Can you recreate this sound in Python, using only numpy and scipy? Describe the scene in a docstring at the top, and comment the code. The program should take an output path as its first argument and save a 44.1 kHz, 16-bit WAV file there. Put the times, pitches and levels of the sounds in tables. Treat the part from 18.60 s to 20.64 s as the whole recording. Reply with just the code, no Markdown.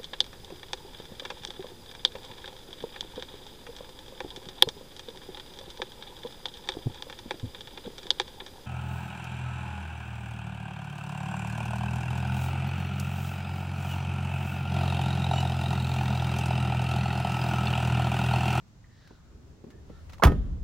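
"""Light wind and distant traffic, soft handling bumps; then a large car's rear door is swung shut at arm's length.
The hinge rubs, squeaks and ticks; the latch catches in a quick run of steel blows, the door skin rings,
the shut-in air booms and a low rumble lingers over the open car park.
Shaped noise makes the air, friction, knocks and tails; damped modes ring the steel and sheet metal;
a sine of sagging pitch makes the boom."""
import sys
import numpy as np
from scipy import signal
from scipy.fft import rfft, irfft
from scipy.io import wavfile

SR = 44100
rng = np.random.default_rng(int(sys.argv[2]) if len(sys.argv) > 2 else 0)


def waveform_to_disk(signal):
    """Save audio, clipped to [-1, 1], as 16-bit WAV at the path in sys.argv[1]."""
    frames = np.transpose(np.atleast_2d(signal))
    scaled = np.clip(frames, -1, 1) * 32767
    samples = np.round(scaled).astype(np.int16)
    wavfile.write(sys.argv[1], SR, samples)


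N = 89919  # samples
T, HZ = np.arange(N) / SR, np.fft.rfftfreq(N, 1 / SR)


def amp(db):
    """Decibels to gain."""
    return 10 ** (np.asarray(db) / 20)


def along(points):
    """Join (f/Hz, value) points on a log-frequency axis."""
    hz, value = np.array(points).T
    return np.interp(np.log(HZ + 1), np.log(hz), value)


def noise(colour, apart_hz=3000., apart=0.4):
    """Coloured stereo noise of rms 1; the channels part towards the treble."""
    mid, side = rfft(rng.standard_normal((2, N)))
    width = apart * HZ / (HZ + apart_hz) + 0.11
    left_right = mid + width * side * np.array([[1], [-1]])
    y = irfft(left_right * amp(along(colour)), N)
    return y / y.std()


def decay(age, t60):
    """Exponential fade by 60 dB in t60 seconds."""
    return np.exp(-np.log(1000) * age / t60)


def burst(start, attack, t60, hold=0):
    """Envelope: linear attack, hold, exponential release (all in s)."""
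    age = T - start
    return np.clip(age / attack, 0, 1) * decay(np.maximum(age - attack - hold, 0), t60)


def swell(start, length):
    """Envelope: a half-sine rise and fall."""
    return np.sin(np.pi * np.clip((T - start) / length, 0, 1))


def push(start, contact):
    """A smooth force pulse of unit area."""
    pulse = np.sin(np.pi * np.clip((T - start) / contact, 0, 1)) ** 2
    return pulse / pulse.sum()


def ring(modes, force):
    """Damped modes driven by a force; neighbours swing in opposite senses."""
    response = np.zeros(N)
    for k, (hz, db, t60) in enumerate(modes):
        response += (-1) ** k * amp(db) * np.sin(2 * np.pi * hz * T) * decay(T, t60)
    return signal.fftconvolve(force, response)[:N]


def resonance(hz, width_hz):
    """Friction noise of rms 1 in one narrow resonance whose centre may slide."""
    lowpass = 1 / (1 + (2 * HZ / width_hz) ** 2)
    jitter = irfft(rfft(rng.standard_normal((2, N))) * lowpass, N)
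    phase = 2 * np.pi * np.cumsum(hz * np.ones(N)) / SR
    return (jitter[0] * np.cos(phase) + jitter[1] * np.sin(phase)) / jitter.std()


# colour of the distant traffic (f/Hz, relative level/dB)
TRAFFIC_COLOUR = [(30, -18.5), (60, 0), (120, 0), (450, -22), (1000, -25), (2500, -34), (7000, -35.5),
                  (9500, -49)]


def distant_traffic():
    """Many far engines and tyres blend into a steady, dark noise bed."""
    return amp(-55) * noise(TRAFFIC_COLOUR, 500., 1.0)


# colour of the moving air (f/Hz, relative level/dB)
WIND_COLOUR = [(20, -9.5), (65, 5), (200, -19), (400, -25.5), (15000, -58)]
# level of the air as the door swings (t/s, level/dB)
SWING_LEVEL = [(0, -62.5), (.86, -54.5), (.91, -49), (.96, -60.5), (1.25, -49), (1.55, -43), (1.8, -55)]


def stirred_air():
    """Low wind noise swells as the swinging door stirs the air."""
    return amp(np.interp(T, *np.array(SWING_LEVEL).T)) * noise(WIND_COLOUR, 270.0, 1.0)


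# soft handling bumps (t/s, level/dB, t60/s)
BUMPS = [(.506, -50.5, 0.14), (1.039, -37, 0.043), (1.064, -47, 0.18), (1.139, -52, 0.13),
         (1.297, -39, 0.07)]
# their dull colour (f/Hz, relative level/dB)
BUMP_COLOUR = [(60, -28), (150, 1), (420, -1.5), (580, -15), (950, -27), (2000, -35.5), (8000, -56)]


def handling():
    """Soft contacts make dull noise bumps, with a longer rustle of the same colour."""
    envelope = amp(-59) * burst(0.639, attack=0.092, t60=0.4, hold=0.57)  # rustle
    for start, db, t60 in BUMPS:
        envelope += amp(db) * burst(start, attack=0.0042, t60=t60)
    return envelope * noise(BUMP_COLOUR, 680.0, 0.69)


# ticks of hinge and door check (t/s, level/dB, t60/s)
TICKS = [(.078, -64, .06), (0.474, -53, 0.042), (1.103, -53.5, 0.083), (1.495, -49.5, 0.073),
         (1.522, -53.5, 0.082), (1.532, -47, 0.067), (1.582, -52, 0.025)]
# their colour (f/Hz, relative level/dB)
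TICK_COLOUR = [(200, 2), (700, -1), (1200, 3), (3000, -5), (6000, -10), (9000, -20.5)]


def hinge_ticks():
    """Hinge and door check let go in small, sharp bursts of noise."""
    envelope = sum(amp(db) * burst(start, attack=0.0012, t60=t60) for start, db, t60 in TICKS)
    return envelope * noise(TICK_COLOUR, 1000., 0.67)


# light hollow taps, the last as the latch brushes the striker (t/s, level/dB, t60/s)
TAPS = [(.46, -59, .06), (0.506, -52.5, 0.052), (1.296, -49.5, 0.037), (1.5973, -35, 0.034)]
# their hollow colour, peaked in the low mids (f/Hz, relative level/dB)
TAP_COLOUR = [(300, -25.5), (830, 7), (1600, -23.5), (15000, -47)]


def hollow_taps():
    """Light touches sound as short noise bursts around one broad hollow peak."""
    envelope = sum(amp(db) * burst(start, attack=0.0014, t60=t60) for start, db, t60 in TAPS)
    return envelope * noise(TAP_COLOUR, 600., 0.84)


# faint rubbing as the door swings (t/s, resonance f/Hz, level/dB)
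RUB = [(.24, 1956, -75.5), (.44, 1717, -66), (.6, 1350, -71.5), (.86, 1316, -79), (1., 1305, -110)]
# thin squeaks of the hinge (t/s, length/s, f/Hz, level/dB)
SQUEAKS = [(1.095, .12, 1770, -68.5), (1.273, 0.17, 1360, -67), (1.276, 0.16, 1800, -72.5)]
# swells of dry sliding hiss (t/s, length/s, peak level/dB)
SLIDES = [(.28, 0.35, -67.5), (1.233, 0.25, -71.5)]
# colour of the hiss (f/Hz, relative level/dB)
SLIDE_COLOUR = [(2600, -3.5), (3800, 5), (5700, -1), (9000, -30)]


def rubbing():
    """Friction starts with a knock, rubs with a falling resonance and a dry hiss, then squeaks thinly."""
    times, pitch, levels = np.array(RUB).T
    knock = amp(-62.5) * burst(times[0], attack=.004, t60=0.038)
    effort = amp(np.interp(T, times, levels)) * (T > times[0]) + knock
    rub = effort * resonance(np.interp(T, times, pitch), width_hz=410)
    squeaks = sum(amp(db) * swell(start, length) * resonance(hz, width_hz=110)
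                  for start, length, hz, db in SQUEAKS)
    hiss = sum(amp(db) * swell(start, length) for start, length, db in SLIDES) * noise(SLIDE_COLOUR)
    return rub + squeaks + hiss


# bright steel snap, also the colour of the near reflection (f/Hz, relative level/dB)
SNAP_COLOUR = [(800, 3.5), (2000, 5), (3300, 5.5), (4100, -2.5), (4800, 0), (6500, -3.5), (9000, -9.5),
               (11500, -4.5), (15500, -10.5)]
# colour of the car park's answer (f/Hz, relative level/dB)
PARK_COLOUR = [(200, 9.5), (700, 4), (1600, -0.5), (2300, -13.5), (3300, -6.5), (5000, -21), (15000, -34)]


def scatter():
    """Noise tails bring the slam back briefly from the car's side, and faintly from the car park."""
    near = amp(-54.5) * burst(1.64, attack=.02, t60=0.32) * noise(SNAP_COLOUR, 1000., .7)
    park = amp(-45) * burst(1.627, attack=0.032, t60=0.88) * noise(PARK_COLOUR, 500., 0.99)
    return near + park


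# colour of the body rumble (f/Hz, relative level/dB)
RUMBLE_COLOUR = [(20, -20), (38, -2), (68, 0), (100, -10), (300, -27.5), (1200, -59), (16000, -100)]


def body_rumble():
    """The car body rumbles on as a slowly fading low noise."""
    return amp(-26) * burst(1.631, attack=0.028, t60=2.26, hold=0.053) * noise(RUMBLE_COLOUR, 300., 1.0)


def cabin_boom():
    """The trapped air swings a few times, its pitch sagging as the seal settles."""
    start, level_db = 1.641, -9.5
    start_hz, settled_hz, sag_s = 106, 41.4, 0.027
    age = np.maximum(T - start, 0)
    hz = settled_hz + (start_hz - settled_hz) * np.exp(-age / sag_s)
    swing = -np.sin(2 * np.pi * np.cumsum(hz * (age > 0)) / SR)
    return amp(level_db) * burst(start, attack=0.0203, t60=0.037, hold=0.026) * swing


# door skin modes (f/Hz, relative level/dB, t60/s)
SKIN_MODES = [(101.3, 1, 0.45), (126, 3.5, 0.43), (160.4, 4.5, 0.42), (212.1, -2.5, 0.51),
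              (261.8, -2, 0.39), (287.7, -3, 0.35), (333, -4, 0.307), (353.5, -1, 0.236), (393.5, -1, 0.27),
              (432, -3.5, 0.28), (488, -13.5, 0.38)]
# colour of trim and panels (f/Hz, relative level/dB)
TRIM_COLOUR = [(40, -19), (170, -3), (380, -6), (520, -15.5), (1200, -33.5), (16000, -66.5)]


def door_skin():
    """The door lands on its rubber seal: sheet metal rings and trim shudders, once more on the rebound."""
    metal = amp(-23.5) * ring(SKIN_MODES, push(1.639, contact=0.00099))
    trim = amp(-23.5) * burst(1.634, attack=0.0049, t60=0.23, hold=0.046) * noise(TRIM_COLOUR, 600., 0.54)
    rebound = amp(-24) * burst(1.718, attack=0.0029, t60=0.058) * noise(TRIM_COLOUR, 600., .3)
    return metal + trim + rebound


# the striker scraping into the latch fork (f/Hz, relative level/dB)
SCRAPE_COLOUR = [(150, -20), (400, 0), (1400, 2), (2000, -7.5), (2800, -24.5), (5000, -31), (9000, -47.5)]
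# latch and frame blows (t/s, clack level/dB, snap level/dB, clack t60/s)
BLOWS = [(1.6352, -16.5, -22, 0.02), (1.6394, -22, -44, 0.014), (1.6496, -28, -33.5, 0.029),
         (1.6693, -25, -40, 0.06), (1.678, -32.5, -66, 0.044), (1.7176, -38.5, -56, 0.069)]
# dense ring of the latch housing (f/Hz, relative level/dB)
CLACK_COLOUR = [(150, -3.5), (650, 6), (1350, -1.5), (1800, -8.5), (2500, -17.5), (4000, -31.5),
                (16000, -58)]
# modes of the latch steel (f/Hz, relative level/dB, t60/s)
LATCH_MODES = [(601, -6.5, 0.25), (704, -6.5, 0.13), (808, -2, 0.14), (951.6, 1, 0.11), (1262, 1, 0.14),
               (1432, -9.5, .16), (1550, -9, 0.15), (1662, -11.5, 0.15), (1820, -2.5, 0.14),
               (2640, -14.5, 0.13), (3145, -12, 0.12), (3670, -18, 0.057)]


def latch():
    """The striker scrapes in; each blow cracks, snaps and clacks in the housing and rings the steel."""
    clack_attack, snap_attack = 0.0013, 0.0011  # s
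    steel_db, crack_db = -10, 0.5  # relative to each blow's clack and snap
    scrape = amp(-18.5) * burst(1.6224, clack_attack, t60=0.13, hold=.014) * noise(SCRAPE_COLOUR, 800., 0.27)
    clack, snap, force = np.zeros((3, N))
    for start, clack_db, snap_db, clack_t60 in BLOWS:
        clack += amp(clack_db) * burst(start, clack_attack, clack_t60)
        # a brief crack opens each snap
        crack = amp(crack_db) * burst(start, snap_attack, t60=0.0075)
        snap += amp(snap_db) * (burst(start, snap_attack, t60=0.069) + crack)
        force += amp(clack_db) * push(start, contact=0.00029)
    steel = amp(steel_db) * ring(LATCH_MODES, force)
    housing = clack * noise(CLACK_COLOUR, 800., 0.24)
    return housing + snap * noise(SNAP_COLOUR, 2000., 0.18) + steel + scrape


# level balance of the two microphone ports (f/Hz, left minus right level/dB)
PORT_LEVEL = [(60, 0), (400, 0.5), (680, -6.5), (1300, -6), (2400, -1.5), (4400, 0.5), (8000, 0.5),
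              (15000, 0.5)]
# phase between the ports (f/Hz, left lead/rad)
PORT_PHASE = [(100, 0), (250, 0.02), (600, 0.7), (3000, 0.5), (5500, 1), (8200, 2), (11000, 1.5)]


def ports(x):
    """The two microphone ports hear the door with unequal level and phase."""
    half = amp(along(PORT_LEVEL) / 2) * np.exp(.5j * along(PORT_PHASE))
    return irfft(rfft(x) * np.array([half, 1 / half]), N)


def scene():
    """The door swings and slams over wind and distant traffic."""
    background = distant_traffic() + stirred_air() + handling()
    swinging = hinge_ticks() + hollow_taps() + rubbing()
    slam = ports(body_rumble() + cabin_boom() + door_skin() + latch())
    return background + swinging + scatter() + slam


def record(dry):
    """The recorder rounds peaks towards a ceiling and cuts the top of the treble."""
    ceiling, top_hz = .8, 15900
    rounded = dry / (1 + (dry / ceiling) ** 6) ** (1 / 6)
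    top_cut = signal.ellip(10, .2, 80, top_hz, fs=SR, output="sos")
    return signal.sosfilt(top_cut, rounded)


dry = scene()
out = record(dry)
waveform_to_disk(out)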